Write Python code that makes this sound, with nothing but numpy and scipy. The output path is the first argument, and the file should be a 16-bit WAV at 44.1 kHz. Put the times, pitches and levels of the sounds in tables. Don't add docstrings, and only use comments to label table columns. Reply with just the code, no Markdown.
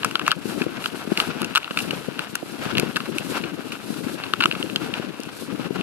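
import sys
import numpy as np
from scipy import signal
from scipy.fft import rfft, irfft, next_fast_len
from scipy.io import wavfile
from scipy.ndimage import uniform_filter1d, map_coordinates

SR = 44100
rng = np.random.default_rng(int(sys.argv[2]) if len(sys.argv) > 2 else 0)


def dump(signal):
    limited = np.clip(np.atleast_2d(signal).T, -1, 1)
    pcm = np.round(limited * 32767).astype(np.int16)
    wavfile.write(sys.argv[1], SR, pcm)


N = 257014


def undb(db):
    return 10 ** (np.asarray(db) / 20)


def wander(rate_hz):
    hold = max(int(SR / rate_hz), 1)
    steps = rng.standard_normal(4096)[np.arange(N) // hold % 4096]
    return 1.34 * uniform_filter1d(steps, hold)


def colour(x, spectrum, size=4096):
    hz, db = np.transpose(spectrum)
    bins_hz = np.maximum(np.fft.rfftfreq(size, 1 / SR), 1)
    gain = undb(np.interp(np.log(bins_hz), np.log(hz), db))
    cepstrum = irfft(np.log(gain))
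    cepstrum[1:size // 2] *= 2
    cepstrum[size // 2 + 1:] = 0
    response = irfft(np.exp(rfft(cepstrum)))
    return signal.fftconvolve(x, response[None], axes=1)[:, :x.shape[1]]


def stereo_pair(three, shared, alike_hz):
    size = three.shape[1]
    padded = next_fast_len(size)
    alike = shared / (1 + (np.fft.rfftfreq(padded, 1 / SR) / alike_hz) ** 4)
    waves = rfft(three, padded)
    return irfft(np.sqrt(alike) * waves[0] + np.sqrt(1 - alike) * waves[1:], padded)[:, :size]


# t/s, level/dB
WIND_STRENGTH = [(0.0, -27.5), (0.17, -32.5), (0.69, -23), (0.85, -32), (1.42, -26), (1.57, -40),
                 (1.67, -43), (1.79, -26.5), (2.4, -34.0), (2.79, -22.5), (3.06, -30), (3.47, -23.5),
                 (3.7, -33), (4.05, -26.5), (4.38, -30), (4.83, -24), (5.19, -31.5), (5.82, -24.5)]
# f/Hz, level/dB
EDDY_SPECTRUM = [(55, -35.5), (85, -15.5), (130, -4), (200, 1), (310, 1.5), (450, -6), (650, -16.5),
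                 (1000, -35), (6000, -61)]
def wind(exposure_db=(-1, -17.5)):
    lumps = undb([7 * np.tanh(wander(85)) for _ in range(2)])
    rumble = colour(rng.standard_normal((2, N)) * lumps, EDDY_SPECTRUM)
    rumble /= np.sqrt(np.mean(rumble ** 2))
    strength_db = np.interp(np.arange(N) / SR, *np.transpose(WIND_STRENGTH))
    return rumble * undb(strength_db + np.array(exposure_db)[:, None])


# f/Hz, width/Hz, left level/dB, right level/dB
PORT_CAVITIES = [(1442, 334, 12.5, 0), (2050, 380, -5, 3.5), (2713, 460, 8, 1.2), (11930, 2700, -1, -5.5)]
def ports(x, lag_samples=3.6):
    for hz, width_hz, left_db, right_db in PORT_CAVITIES:
        cavity = signal.lfilter(*signal.iirpeak(hz, hz / width_hz, fs=SR), x)
        x = x + (undb([[left_db], [right_db]]) - 1) * cavity
    late_left = map_coordinates(x[0], [np.arange(x.shape[1]) - lag_samples])
    return np.array([late_left, x[1]])


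def rustle(spectrum, per_s, spread_db, shared, flutter_db):
    hits = rng.random((3, N)) < per_s / SR
    strength = undb(spread_db * np.minimum(rng.exponential(size=(3, N)), 5))
    grains = hits * strength * rng.choice([-1, 1], (3, N))
    contacts = stereo_pair(grains, shared, alike_hz=2980) * undb(flutter_db * wander(60))
    sound = ports(colour(contacts, spectrum))
    return sound / np.sqrt(np.mean(sound.mean(axis=0) ** 2))


def swells(movements, fall_over_rise, shape=1.44):
    t = np.arange(N) / SR
    power = np.zeros(N)
    for peak_s, db, rise_s in movements:
        away = np.maximum(peak_s - t, (t - peak_s) / fall_over_rise) / rise_s
        near = away < 4
        power[near] += undb(db) ** 2 * np.exp(-away[near] ** shape)
    return power


# fastest t/s, level/dB, rise/s
LEG_SWINGS = [(0.50, -40.5, 0.04), (1.21, -40.5, 0.05), (1.79, -38.5, 0.048), (2.47, -51, 0.26),
              (3.22, -45, 0.1), (3.95, -45, 0.17), (4.62, -47.5, 0.24), (5.42, -49, 0.091)]
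# heaviest t/s, crunch level/dB, swish level/dB, rise/s
BOOT_TREADS = [(0.10, -37.5, -49, 0.097), (0.291, -30, -45, 0.023), (0.62, -37, -48, 0.028),
               (0.76, -36.5, -58, 0.042), (0.859, -37.5, -38.5, 0.021), (0.99, -40.5, -47, 0.098),
               (1.207, -31, -46, 0.024), (1.33, -35.5, -51, 0.17), (1.98, -37, -47, 0.077),
               (2.231, -36.5, -53, 0.031), (2.633, -31.5, -44, 0.021), (2.688, -38, -54, 0.018),
               (2.78, -36, -50, 0.17), (3.03, -45, -50.5, 0.096), (3.345, -35, -42.5, 0.053),
               (3.371, -26.5, -38.5, 0.015), (3.48, -39.5, -67, 0.15), (4.12, -36.5, -46, 0.045),
               (4.24, -39, -63, 0.07), (4.55, -36, -62, 0.045), (4.85, -40.5, -53, 0.05),
               (4.98, -37.5, -58, 0.063), (5.62, -37, -53, 0.06), (5.8, -40.5, -60, 0.1)]
# f/Hz, level/dB
BLADE_SPECTRUM = [(2000, -11.5), (4000, 4.5), (5200, 1), (6000, -1.5), (8200, 0), (10500, 1.8), (12200, 3),
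                  (14500, -13)]
STEM_SPECTRUM = [(70, -8), (480, 5.5), (800, 6), (1400, 1), (2200, 0), (3200, -1), (4500, -4.5),
                 (6000, -11.5), (10000, -26)]
def grass(trail_blades_db=-53.5, trail_stems_db=-44):
    treads = np.array(BOOT_TREADS)
    swing = swells(LEG_SWINGS, fall_over_rise=1.15)
    bent = swing * undb(2) ** 2
    pressed = swells(treads[:, [0, 1, 3]], fall_over_rise=0.79)
    brushed = swells(treads[:, [0, 2, 3]], fall_over_rise=0.79)
    swish = np.sqrt(swing + brushed + undb(trail_blades_db) ** 2)
    crunch = np.sqrt(pressed + bent + undb(trail_stems_db) ** 2)
    blades = rustle(BLADE_SPECTRUM, per_s=5000, spread_db=2.0, shared=0.03, flutter_db=1.9)
    stems = rustle(STEM_SPECTRUM, per_s=2600, spread_db=3.2, shared=0.68, flutter_db=2.2)
    return blades * swish + stems * crunch


def rms_in_10ms(x):
    return np.sqrt(np.sum(x ** 2, axis=-1, keepdims=True) / (SR / 100))


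# t/s, knock level/dB, ring level/dB,
# tick level/dB, slip decay/ms and, where another spot gives way, knock and ring pitch ratios
CASING_CLICKS = [(0.032, -29.5, -29, -51, 1.5), (0.0464, -19, -24.5, -28.5, 1.9, 1.01, 0.9),
                 (0.111, -37, -35, -46, 2.2), (0.1546, -20.5, -24, -42, 1.1, 0.99, 1.09),
                 (0.195, -27, -29, -45.5, 1.6), (0.2145, -31, -37, -56, 1.4), (0.265, -38, -29, -47, 1.8),
                 (0.2785, -15.5, -22, -33.5, 1.4, 1.02, 0.95), (0.3082, -40, -29, -56, 1.2),
                 (0.3156, -17.5, -21.5, -33, 1.4), (0.323, -28, -34, -52, 3.3),
                 (0.618, -27.5, -25, -50, 3.5), (0.841, -33, -31.5, -52, 4.3),
                 (0.8584, -25, -27, -40, 1, 1.01, 1.11), (1.1744, -42, -22, -37, 2.2),
                 (1.201, -22, -21, -38, 2.5, 0.94, 1.06), (1.4177, -31, -33, -34.5, 0.8),
                 (1.43, -32, -35, -53, 1.9), (1.445, -39, -31.5, -38.5, 2.5),
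                 (1.551, -24, -26.5, -34.5, 2.4), (1.5576, -20, -18, -31, 1.3),
                 (1.5648, -25, -26, -38, 1.8), (1.5725, -18.5, -21.5, -39, 0.7, 1.01, 0.87),
                 (1.5765, -20, -28, -33.5, 2.8), (1.63, -50, -37, -55, 1), (1.644, -40, -34, -58, 1.5),
                 (1.6775, -33.5, -41, -56, 1.1), (1.708, -31.5, -33.5, -52, 4.6),
                 (1.773, -24.5, -21.5, -39.5, 2), (1.7888, -53, -26, -36.5, 3.8),
                 (1.8029, -48, -31, -44, 1.7), (1.9076, -36, -25.5, -42, 4.2),
                 (2.192, -26, -28, -42, 1.1, 1.09, 1.01), (2.3539, -25, -28.5, -30, 1.6, 1.18, 0.94),
                 (2.752, -37, -29.5, -53, 3.1), (2.771, -32, -26, -44, 5.4), (2.7817, -34, -22, -35, 2),
                 (2.7973, -29, -24, -28.5, 1.4, 1.19, 0.93), (2.9598, -35, -26, -43, 4.1),
                 (2.9663, -21, -24, -37, 3.5, 1.13, 0.98), (3.0035, -32.5, -34.5, -52, 1.9),
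                 (3.1837, -33, -24, -36.5, 0.6, 1.18, 0.94), (3.4385, -35, -30.5, -54, 4.7),
                 (3.7199, -36, -31, -42.5, 11), (4.2368, -34, -31.5, -54, 4),
                 (4.336, -18.5, -23.5, -40, 1.5), (4.4044, -27, -25, -46, 0.48),
                 (4.4078, -20, -21, -42, 2.8), (4.4225, -25, -25, -48, 4), (4.4315, -27, -29, -50, 2),
                 (4.4374, -24, -19, -39, 4), (4.4568, -13.5, -18.5, -37, 1, 0.97, 0.85),
                 (4.5125, -32, -25, -52, 1), (4.5235, -42, -31, -56, 3), (4.5512, -31.5, -33, -56, 3),
                 (4.6274, -42, -29.5, -47, 1.2), (4.6985, -45, -36, -58, 0.84),
                 (4.7596, -30.5, -23.5, -37.5, 1.7, 1.3, 1.11), (4.939, -42, -28, -49, 1.4),
                 (5.202, -50, -48, -44, 1.3), (5.234, -62, -46, -42.5, 1.8),
                 (5.8105, -45, -32.5, -54, 1.17)]
# f/Hz, level/dB
KNOCK_SPECTRUM = [(100, -37), (550, -25), (980, -7.5), (1330, 2), (1680, -5), (2400, -16), (5000, -55)]
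RING_SPECTRUM = [(800, -35), (1700, 1), (2300, 5.5), (2760, 14), (3350, 6.5), (4400, 6), (5400, -16),
                 (10000, -54.5)]
TICK_SPECTRUM = [(2500, -2.5), (5000, 13.5), (8000, 10.5), (11800, 12), (15000, -3)]
def casing(size=2048):
    out = np.zeros((2, N + size))
    ms = np.arange(size) / SR * 1000
    hard_break = 11 * (np.arange(size) == SR // 2000)
    for at_s, knock_db, ring_db, tick_db, slip_ms, *spot in CASING_CLICKS:
        knock_pitch, ring_pitch = spot or (1, 1)
        burst = np.exp(-ms / slip_ms) + undb(-25) * np.exp(-ms / 7)
        slips = rng.standard_normal((3, size)) * undb(5.8 * rng.standard_normal(size)) * burst
        slips = stereo_pair(slips, shared=0.98, alike_hz=5530)
        push = slips + hard_break
        start = int(at_s * SR)
        for drive, spectrum, pitch, db in ((push, KNOCK_SPECTRUM, knock_pitch, knock_db),
                                           (push, RING_SPECTRUM, ring_pitch, ring_db),
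                                           (slips, TICK_SPECTRUM, 1, tick_db)):
            pitch *= 1 + 0.017 * rng.standard_normal()
            part = ports(colour(drive, np.array(spectrum) * [pitch, 1]))
            out[:, start:start + size] += part * undb(db) / rms_in_10ms(part.mean(axis=0))
    return out[:, :N]


def crackle(linger_s=0.083):
    clicks_s = np.array([click[0] for click in CASING_CLICKS])
    gap_s = np.abs(np.arange(N)[:, None] / SR - clicks_s).min(axis=1)
    snaps = rustle(STEM_SPECTRUM, per_s=45, spread_db=2, shared=0.9, flutter_db=1)
    ticks = rustle(RING_SPECTRUM, per_s=30, spread_db=1.5, shared=0.9, flutter_db=1)
    return (snaps * undb(-48.5) + ticks * undb(-47.5)) * np.exp(-gap_s / linger_s)


# t/s, left level/dB, right level/dB
EDDY_HITS = [(0.453, -18.5, -48), (0.609, -16.5, -48), (0.663, -16.5, -32), (0.942, -26, -41.5),
             (1.072, -19.5, -37), (1.116, -11.5, -28), (1.269, -24.5, -40), (1.412, -23, -51),
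             (1.706, -31.5, -24), (1.93, -23.5, -26), (2.083, -19, -51), (2.426, -42, -23.5),
             (2.771, -16.5, -31), (2.788, -18, -30), (2.829, -13.5, -39), (3.087, -22, -40),
             (3.206, -24.5, -54), (3.9, -18.5, -30), (4.064, -22, -44), (4.453, -31.5, -17.5),
             (4.598, -23, -38), (4.759, -21, -45), (4.995, -20, -38), (5.194, -23.5, -51),
             (5.592, -21, -40), (5.705, -17.5, -49)]
def buffets(swell_ms=2.4, size=8192):
    out = np.zeros((2, N + size))
    brighter = np.array(EDDY_SPECTRUM) * [1.08, 1]
    age = np.arange(size) / SR * 1000 / swell_ms
    impulse = 5 * (np.arange(size) == SR // 400)
    for at_s, left_db, right_db in EDDY_HITS:
        push = impulse * rng.choice([-1, 1], (2, 1))
        puff = rng.standard_normal((2, size)) * age * np.exp(-age)
        flap = colour(push + puff, brighter)
        start = int(at_s * SR)
        out[:, start:start + size] += flap / rms_in_10ms(flap) * undb([[left_db], [right_db]])
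    return out[:, :N]


def scene():
    return grass() + casing() + crackle() + wind() + buffets()


def record(dry, top_hz=14800):
    lowpass = signal.ellip(10, 0.2, 80, top_hz, fs=SR, output="sos")
    return signal.sosfilt(lowpass, np.clip(dry, -1, 1))


dry = scene()
out = record(dry)
dump(out)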